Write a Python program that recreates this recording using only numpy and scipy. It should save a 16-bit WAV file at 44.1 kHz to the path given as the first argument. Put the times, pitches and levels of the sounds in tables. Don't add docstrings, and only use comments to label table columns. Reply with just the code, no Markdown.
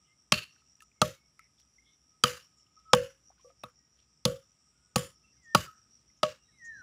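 import sys
import numpy as np
from scipy import signal
from scipy.fft import rfft, irfft
from scipy.io import wavfile

SR = 44100
rng = np.random.default_rng(int(sys.argv[2]) if len(sys.argv) > 2 else 0)


def to_wav(s):
    ch = np.atleast_2d(s).T
    pcm = np.round(np.clip(ch, -1, 1) * 32767)
    wavfile.write(sys.argv[1], SR, pcm.astype(np.int16))


def undo_db(level):
    steps = np.asarray(level, float) / 20
    return 10 ** steps


N = 300762


def rms_one(x):
    return x / np.sqrt(np.mean(x ** 2) + 1e-20)


def colour(x, points):
    hz = np.maximum(np.fft.rfftfreq(len(x), 1 / SR), 1)
    point_hz, point_db = np.transpose(points)
    gain = undo_db(np.interp(np.log(hz), np.log(point_hz), point_db))
    return irfft(rfft(x) * gain, len(x))


def drift(rate_hz, size=N):
    r = np.exp(-2 * np.pi * rate_hz / SR)
    wander = signal.lfilter([1], [1, -2 * r, r * r], rng.standard_normal(size + SR // 2))
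    return rms_one(wander[SR // 2:])


def resonate(x, hz, width_hz):
    r = np.exp(-np.pi * width_hz / SR)
    top = np.array([1, 0, -1]) * (1 - r * r) / 2
    return signal.lfilter(top, [1, -2 * r * np.cos(2 * np.pi * hz / SR), r * r], x)


def add(out, s, piece):
    at = max(round(s * SR), 0)
    out[at:at + len(piece)] += piece[:N - at]


# (pitch [Hz], width [Hz], level [dB])
CHORUS = [(1255, 70, -86.5), (7050, 330, -88), (8050, 1150, -86), (10900, 900, -94.5), (5300, 900, -83.5),
          (2900, 1700, -89.5), (5650, 650, -80.5)]
# (time of one throb's peak [s], period [s])
SINGERS = [(1.277, .1667), (.205, .1658)]
# (time [s], first level [dB], second level [dB])
SINGER_EFFORT = [(0, -75.5, -70.5), (.7, -76, -66.5), (1.2, -70, -79), (1.898, -68.5, -72.5),
                 (2.599, -66.5, -78), (3.3, -64.5, -77), (4.099, -70.5, -73.5), (4.6, -72, -71),
                 (5.3, -76, -67), (5.9, -63.5, -72), (6.4, -71, -74), (6.82, -62, -70)]


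def insects(pulse_hz=87.0, depth_db=3.0, trill_hz=5640, width_hz=170.0, throb_depth_db=16.0):
    s, *effort_db = np.transpose(SINGER_EFFORT)
    out, t = 0, np.arange(N) / SR
    for (peak_s, period_s), level_db in zip(SINGERS, effort_db):
        phase = 2 * np.pi * np.cumsum(trill_hz + 70 * drift(2.9)) / SR
        beat = np.sin(2 * np.pi * np.cumsum(pulse_hz * (1 + 0.0097 * drift(1.0))) / SR)
        tone = drift(width_hz) * np.sin(phase) + drift(width_hz) * np.cos(phase)
        buzz = tone * undo_db(depth_db * beat)
        throb_db = -throb_depth_db * np.sin(np.pi * (t - peak_s) / period_s) ** 2
        out = out + rms_one(buzz) * undo_db(np.interp(t, s, level_db) + throb_db)
    for hz, width_hz, level_db in CHORUS:
        edges = [hz - width_hz / 2, hz + width_hz / 2]
        band_filter = signal.butter(3, edges, "band", fs=SR, output="sos")
        hum = signal.sosfilt(band_filter, rng.standard_normal(N))
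        out = out + rms_one(hum) * undo_db(level_db + 2.1 * drift(1.7))
    return out


# (frequency [Hz], level per Hz [dB])
AIR_COLOUR = [(25, -35.5), (40, -28), (60, 5.5), (85, -9), (125, -3), (250, -10), (500, -19), (1000, -20),
              (2500, -22.5), (4000, -28), (6500, -36), (9500, -40.5), (13000, -45), (16500, -40.5)]
# (time [s], gust level [dB])
BREEZE = [(0, -1), (.8, -0.5), (1.6, -1), (2.6, -0.5), (3.6, 0.5), (4.7, -1), (5.4, 2), (6.2, 1), (6.6, 1),
          (6.82, 11)]
RUMBLE_DB, HISS_DB, HISS_FOLLOWS = -76, -83, 0.33
SWELL_DB, SWELL_S = 4, 0.14


def air(split_hz=400):
    t, noise = np.arange(N) / SR, colour(rng.standard_normal(N), AIR_COLOUR)
    gust_db = np.interp(t, *np.transpose(BREEZE))
    for s, crack_db, *_ in BLOWS:
        if crack_db > -30:
            gust_db = gust_db + SWELL_DB * (t > s) * np.exp(-np.abs(t - s) / SWELL_S)
    rumble = signal.filtfilt(*signal.butter(2, split_hz, fs=SR), noise)
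    hiss = noise - rumble
    return rms_one(rumble) * undo_db(RUMBLE_DB + gust_db) + rms_one(hiss) * undo_db(HISS_DB + HISS_FOLLOWS * gust_db)


# (time [s], length [s], start pitch [Hz], end pitch [Hz], level [dB])
FAR_CALLS = [(0.065, 0.11, 2070, 2130, -76), (0.925, 0.15, 2180, 2130, -82),
             (1.096, 0.21, 2240, 2190, -78.5), (1.777, 0.19, 2090, 2200, -76),
             (1.78, 0.029, 2060, 2240, -65.5), (2.09, 0.12, 1260, 1290, -78),
             (2.756, 0.079, 1263, 1290, -66.5), (2.837, 0.16, 1300, 1280, -58.5),
             (3.754, 0.16, 1910, 1890, -86), (4.67, 0.38, 1390, 1504, -85), (4.8, 0.59, 1260, 1290, -81),
             (5.222, 0.12, 2670, 2700, -74), (5.32, 0.061, 2050, 1450, -80), (5.43, 0.2, 3350, 3470, -83.5),
             (6.375, 0.1, 2870, 2750, -78), (6.416, 0.25, 3800, 3940, -82.5),
             (6.47, 0.062, 2030, 1620, -78.5), (6.65, 0.25, 3940, 4160, -79)]
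# (time [s], length [s], start pitch [Hz], end pitch [Hz], level [dB])
FAR_CHIRPS = [
    (0.028, 0.13, 3000, 2970, -81.5),
    (1.378, 0.11, 2304, 2020, -71.5),
    (1.836, 0.14, 3406, 3556, -74.5),
    (2.557, 0.084, 7430, 6530, -76),
    (5.423, 0.057, 7100, 6740, -73.5),
    (6.164, 0.038, 6400, 6050, -74),
    (6.639, 0.048, 6780, 6400, -59.5),
]
CALL_BLUR, CHIRP_BLUR = .018, .075


def far_birds(fade_db=4.0, taper=0.62):
    out = np.zeros(N)
    for calls, blur in ((FAR_CALLS, CALL_BLUR), (FAR_CHIRPS, CHIRP_BLUR)):
        for s, length_s, start_hz, end_hz, level_db in calls:
            size, blur_hz = round(length_s * SR), blur * start_hz
            phase = 2 * np.pi * np.cumsum(np.linspace(start_hz, end_hz, size)) / SR
            steady = (50 / blur_hz + drift(blur_hz, size)) * np.sin(phase)
            tone = rms_one(steady + drift(blur_hz, size) * np.cos(phase))
            shape = signal.windows.tukey(size, taper) * undo_db(np.linspace(fade_db, -fade_db, size))
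            add(out, s, undo_db(level_db) * tone * shape)
    return out


def trees(near, far, echo_db=-40.0, echo_t60_s=0.5, far_echo_db=-8.0):
    t = np.arange(SR) / SR
    echo = undo_db(echo_db - 60 * t / echo_t60_s) * rng.standard_normal(SR) * (t > .02)
    return near + far + signal.fftconvolve(near + undo_db(far_echo_db) * far, echo)[:N]


def body(x, peaks, widen):
    out = 0
    for k, (hz, width_hz, level_db) in enumerate(peaks):
        out = out + (-1) ** k * undo_db(level_db) * resonate(x, hz, widen * width_hz)
    return out


# (centre [Hz], width [Hz], level [dB])
CRACK_BANDS = [(2750, 1200, -2), (515, 300, 4.5), (1250, 110, 3.5), (4730, 2700, 5), (9640, 950, -4),
               (15100, 1300, -12.5), (850, 180, 2), (1750, 500, -8)]


def crack(levels_db, peaks, bite_s, t, fall_s=0.0024, spread_db=4.5, ring_db=3.5):
    out, force = 0, (1 - np.exp(-(t / bite_s) ** 2)) * np.exp(-t / fall_s)
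    for level_db, (hz, width_hz, band_db) in zip(levels_db, CRACK_BANDS):
        uneven = undo_db(spread_db * np.minimum(rng.exponential(1, len(t)), 4))
        snaps = force * rng.standard_normal(len(t)) * uneven
        ringing = snaps + undo_db(ring_db) * body(snaps, peaks, widen=2.2)
        burst = resonate(resonate(ringing, hz, width_hz), hz, 2 * width_hz)
        out = out + undo_db(level_db + band_db) * burst / np.abs(burst).max()
    return out


# (frequency [Hz], level per Hz [dB])
SCATTER_COLOUR = [(410, -51), (700, -23), (1050, -15.5), (1270, -0.5), (2360, -8.5), (2800, -3), (3410, -9),
                  (6860, -9), (8150, -16.5), (15200, -22), (16400, -43.5)]


def scatter(level_db, peaks, between_db, top_db, t, t60=0.54, patchy=0.4):
    size, few_ms = len(t), t[:SR // 100]
    unsteady_db = 1.8 * drift(120, size) + [3.4 * drift(35, size), 1.5 * drift(25, size)]
    grains = rng.standard_normal((2, size)) * undo_db(unsteady_db)
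    splinter = rng.standard_normal(SR // 100) * np.exp(-few_ms / 0.0042)
    splinter = patchy * splinter / np.linalg.norm(splinter) + (few_ms == 0)
    broad = colour(signal.fftconvolve(grains[1], splinter)[:size], SCATTER_COLOUR)
    broad = broad + (undo_db(top_db) - 1) * resonate(broad, hz=12500, width_hz=11000)
    wash = body(grains[0], peaks, widen=2.2) + undo_db(between_db) * broad
    return undo_db(level_db - 22 - 60 * t / t60) * rms_one(wash) * (1 - np.exp(-t / .004))


# (frequency [Hz], level per Hz [dB])
GROUND = [(30, -27), (60, 2), (130, 7), (250, -12), (400, -6), (800, -20.5), (1500, -52)]
# (pitch [Hz], level [dB], time to fall 60 dB [s], sense of first swing [factor])
WOOD = [
    [(128, -4, 0.12, 0.88), (169, -1, 0.16, -0.31), (215.4, -1.5, 0.074, 0.98), (307, -8, 0.043, 0.88)],
    [(493.7, 7.5, 0.36, 0.79), (541, 5, 0.72, -0.45)],
    [(608.4, 7, 0.18, 0.93), (515, -4.5, 0.17, 0.89)],
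    [(1126, 4, 0.1, 0.99), (1260, 3.5, 0.036, -2.6)],
]


def wood(levels_db, partner_db, t, push_s=0.0024, ground_db=-21.5, ground_t60=0.57):
    shudder = rms_one(colour(rng.standard_normal(len(t)), GROUND))
    out = undo_db(levels_db[0] + ground_db - 60 * t / ground_t60) * shudder
    for level_db, modes in zip(levels_db, WOOD):
        for k, (hz, mode_db, t60, sense) in enumerate(modes):
            height = undo_db(level_db + mode_db + partner_db * (k == 1) - 60 * t / t60)
            out = out + sense * height * np.sin(2 * np.pi * hz * t)
    return out * (1 - np.exp(-(t / push_s) ** 2))


# (time [s], crack peak [dB], then relative to it: dull knock [dB], hollow knock [dB], brightness [dB])
BLOWS = [
    (0.3208, -7, -22, -15, -2),
    (1.016, -11.5, -12, -8.5, 1.5),
    (2.2375, -7, -23, -7.5, -0.5),
    (2.9331, -7, -7, -7, -3),
    (3.6359, -42, -1, 0.5, 9),
    (4.2527, -13.5, -21, -24.5, 4.5),
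    (4.959, -12.5, -16.5, -29.5, 5.5),
    (5.548, -10, -8.5, -6.5, 4),
    (6.2307, -12.5, -14, -18.5, -24.5),
]
# (log thud [dB], lower pair [dB], upper pair [dB], 1.1 kHz mode [dB], partner modes [dB])
RINGS = [(-20, -58, -39, -38, -0.5), (-19, -41, -29.5, -30.5, 2), (-22.5, -35, -43.5, -31.5, -9),
         (-17, -24, -38, -27, -2.5), (-43, -57.5, -62.5, -46.5, -11), (-18, -32, -39.5, -38, 1),
         (-18, -38, -77, -30.5, -1), (-17.5, -56, -38.5, -23.5, 3.5), (-31, -44.5, -26.5, -28, 1)]
# (pitch [Hz], width [Hz], level [dB])
GRAIN = [(1080, 75, -7.5), (1290, 60, -8.5), (1670, 120, -11.5), (2990, 35, -9), (3200, 90, -9.5),
         (3510, 33, -6.5), (4330, 50, -10.5), (5280, 180, -11), (7030, 160, -11.5), (7900, 41, -16),
         (10370, 450, -16)]
# (first pitch [Hz], level [dB], second pitch [Hz], level [dB], common resonances [dB])
SPOTS = [(2718, 4.5, 4450, -1, -5.5), (1250, -5, 7050, -8, -2), (2900, -2, 4690, -2, 0),
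         (2870, -2.5, 1560, -3.5, -4.5), (1240, 4.5, 2430, -14, -11), (1250, -7, 3500, -4.5, -5),
         (7050, 3.5, 9570, -6, 1), (1146, 5, 4800, 2, -1.5), (1118, 2.5, 3170, -19, -2)]
# (scatter [dB], wash between resonances [dB], suppression closes at [s], down to [dB])
TAILS = [(-9, -7.5, 0.15, -16.5), (-16.5, 1.5, 0.19, -34.5), (-12, 1.5, 0.2, -20), (-14.5, -8.5, .19, -17),
         (-36, -16, 0.1, -33), (-21, -9.5, .19, -23.5), (-16, -6, .19, -30), (-15.5, 4.5, .17, -21),
         (-20.5, 5, .18, -33)]
START_S, SPOT_WIDTH_HZ = -.0008, 70
SPLIT_DB, SPLINTER_DB = -6, -12.5
SPLIT_FOLLOWS, TOP_FOLLOWS = .3, 0.59
CLEAN_BITE_S, DEEP_BITE_S = .001, .002
GRAIN_TILT = 0.16


def blow_peaks(spot, bright_db):
    hz_1, db_1, hz_2, db_2, common_db = spot
    peaks = []
    for hz, width_hz, level_db in GRAIN:
        tilt_db = GRAIN_TILT * bright_db * max(np.log2(hz / 3000), 0)
        peaks.append((hz, width_hz, level_db + common_db + tilt_db))
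    return peaks + [(hz_1, SPOT_WIDTH_HZ, db_1), (hz_2, SPOT_WIDTH_HZ, db_2)]


def chops(ring_closing=2.0):
    out, t = np.zeros(N), np.arange(SR // 2) / SR
    for blow, (*ring_db, partner_db), spot, tail in zip(BLOWS, RINGS, SPOTS, TAILS):
        s, crack_db, dull_db, hollow_db, bright_db = blow
        wet_db, between_db, closing_s, closed_db = tail
        peaks = blow_peaks(spot, bright_db)
        split_db = SPLIT_DB + SPLIT_FOLLOWS * bright_db
        splinter_db = SPLINTER_DB + bright_db
        top_db = TOP_FOLLOWS * bright_db
        levels_db = crack_db + np.array([0, dull_db, hollow_db, split_db, splinter_db,
                                         splinter_db + top_db, dull_db, (hollow_db + split_db) / 2])
        bite_s = DEEP_BITE_S if ring_db[2] > ring_db[1] else CLEAN_BITE_S
        closing = undo_db(closed_db * (1 - np.exp(-(t / closing_s) ** 4)))
        wash = scatter(wet_db, peaks, between_db, top_db, t)
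        add(out, s + START_S, crack(levels_db, peaks, bite_s, t) + wash * closing)
        add(out, s + START_S, wood(ring_db, partner_db, t) * closing ** ring_closing)
    return out


# (time [s], peak level [dB], ring pitch [Hz], crackle level [dB])
CHIPS = [(.563, -53, 1500, -82), (0.754, -45.5, 5750, -76), (.768, -62, 7050, -64.5),
         (.805, -42, 2720, -49.5), (.822, -49, 10500, -47), (0.916, -54.5, 2410, -77),
         (1.393, -38, 2084, -48), (1.585, -55, 3500, -74), (1.601, -60, 3020, -54),
         (1.621, -57.5, 3400, -73), (2.258, -17.5, 2985, -37), (2.667, -57, 2920, -70),
         (2.797, -66.5, 4040, -63), (2.949, -21, 3000, -20.5), (3.41, -71, 2490, -70),
         (3.639, -32, 3750, -70), (6.253, -28, 3020, -54.5)]
# (time [s], peak level [dB], ring pitch [Hz], time to fall 60 dB [s])
KNOCKS = [(.37, -48, 1280, .4), (.62, -63, 1280, .06), (.806, -51, 1750, 0.031), (0.821, -51, 1286, 0.076),
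          (0.823, -55, 2800, 0.028), (1.393, -47.5, 1310, 0.046), (2.597, -66, 2920, .03),
          (3.303, -47.5, 746, 0.022), (3.38, -64.5, 1490, .026), (3.395, -62, 1057, 0.056),
          (3.446, -52, 494, 0.28), (3.447, -62.5, 1163, .19), (3.458, -57.5, 541, .5),
          (3.5, -61, 687, 0.057), (3.502, -56.5, 1250, 0.057), (3.634, -43, 2595, .041),
          (3.991, -61.5, 3200, .025), (6.10, -59.5, 2100, 0.021)]
CHIP_T60_S, KNOCK_CRACKLE_DB = 0.011, -21


def chips_and_knocks():
    out, t = np.zeros(N), np.arange(SR // 5) / SR
    contacts = [(s, db, hz, CHIP_T60_S, crackle_db) for s, db, hz, crackle_db in CHIPS]
    contacts += [(s, db, hz, t60, db + KNOCK_CRACKLE_DB) for s, db, hz, t60 in KNOCKS]
    for s, peak_db, hz, t60, crackle_db in contacts:
        fall = undo_db(peak_db - 60 * t / t60 - 20 * (t / .085) ** 4)
        ring = fall * np.sin(2 * np.pi * hz * t) * (1 - np.exp(-t / 0.00079))
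        grit = resonate(rng.standard_normal(len(t)), 3700, 6300) * np.exp(-t / 0.0021)
        add(out, s, ring + undo_db(crackle_db - 2.0) * grit)
    return out


# (time [s], length [s], level [dB], centre [Hz])
RUSTLES = [
    (0.802, 0.043, -67.5, 6000),
    (1.383, 0.078, -82, 2300),
    (1.577, 0.053, -74.5, 4510),
    (3.3, 0.034, -73.5, 896),
    (3.371, 0.066, -77, 2485),
    (3.398, 0.14, -80, 6360),
    (3.469, .06, -77.5, 2010),
    (3.96, 0.1, -76, 2960),
    (5.853, 0.22, -81.5, 4400),
]


def rustles(spread_db=3.5, breadth=0.89, grains_per_s=1500):
    out = np.zeros(N)
    for s, length_s, level_db, hz in RUSTLES:
        chance, size, side = rng.random((SR // 2, 3))[:round(length_s * SR)].T
        height = undo_db(-spread_db * np.log(size + 0.0051))
        clicks = (chance < grains_per_s / SR) * height * np.sign(side - .5)
        rustle = resonate(resonate(clicks + 1e-18, hz, breadth * hz), hz, breadth * hz)
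        add(out, s, undo_db(level_db) * rms_one(rustle) * np.hanning(len(clicks)) ** .5)
    return out


# (time from its start [s], pitch [Hz], level [dB])
WHISTLE = [(0, 2200, -28), (.055, 2100, -27.5), (.105, 1860, -6), (.175, 1828, 2.5), (.215, 1730, -3),
           (.27, 1545, -6.5), (.3, 1440, -6.5), (.33, 1290, 4.5), (0.361, 1270, -14)]
# (time [s], level [dB], pitch [factor])
WHISTLES = [
    (5.359, -53, .99),
    (6.52, -47, 1.005),
]


def near_bird():
    out, (s, hz, level_db) = np.zeros(N), np.transpose(WHISTLE)
    t = np.arange(0, s[-1], 1 / SR)
    edge = np.sqrt(2) * np.clip(np.minimum(t, s[-1] - t) / 0.02, 0, 1)
    turns = np.cumsum(np.interp(t, s, hz)) / SR
    for start_s, db, pitch in WHISTLES:
        height = edge * undo_db(db + np.interp(t, s, level_db))
        add(out, start_s, height * np.sin(2 * np.pi * pitch * turns))
    return out


def scene():
    birds = trees(near_bird(), far_birds())
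    return (insects() + air() + birds + chops() + chips_and_knocks() + rustles())[None]


def top_cut(x):
    return signal.sosfilt(signal.butter(12, 16800, fs=SR, output="sos"), x)


def record(dry):
    heard = dry + undo_db(-2.0) * resonate(dry, hz=16200, width_hz=1500)
    heard = signal.sosfilt(signal.butter(2, 50, "high", fs=SR, output="sos"), heard)
    limited = 1.15 * np.tanh(heard / 1.05)
    finished = signal.sosfilt(signal.cheby2(12, 60, 16500, fs=SR, output="sos"), limited)
    return top_cut(finished)


dry = scene()
out = record(dry)
to_wav(out)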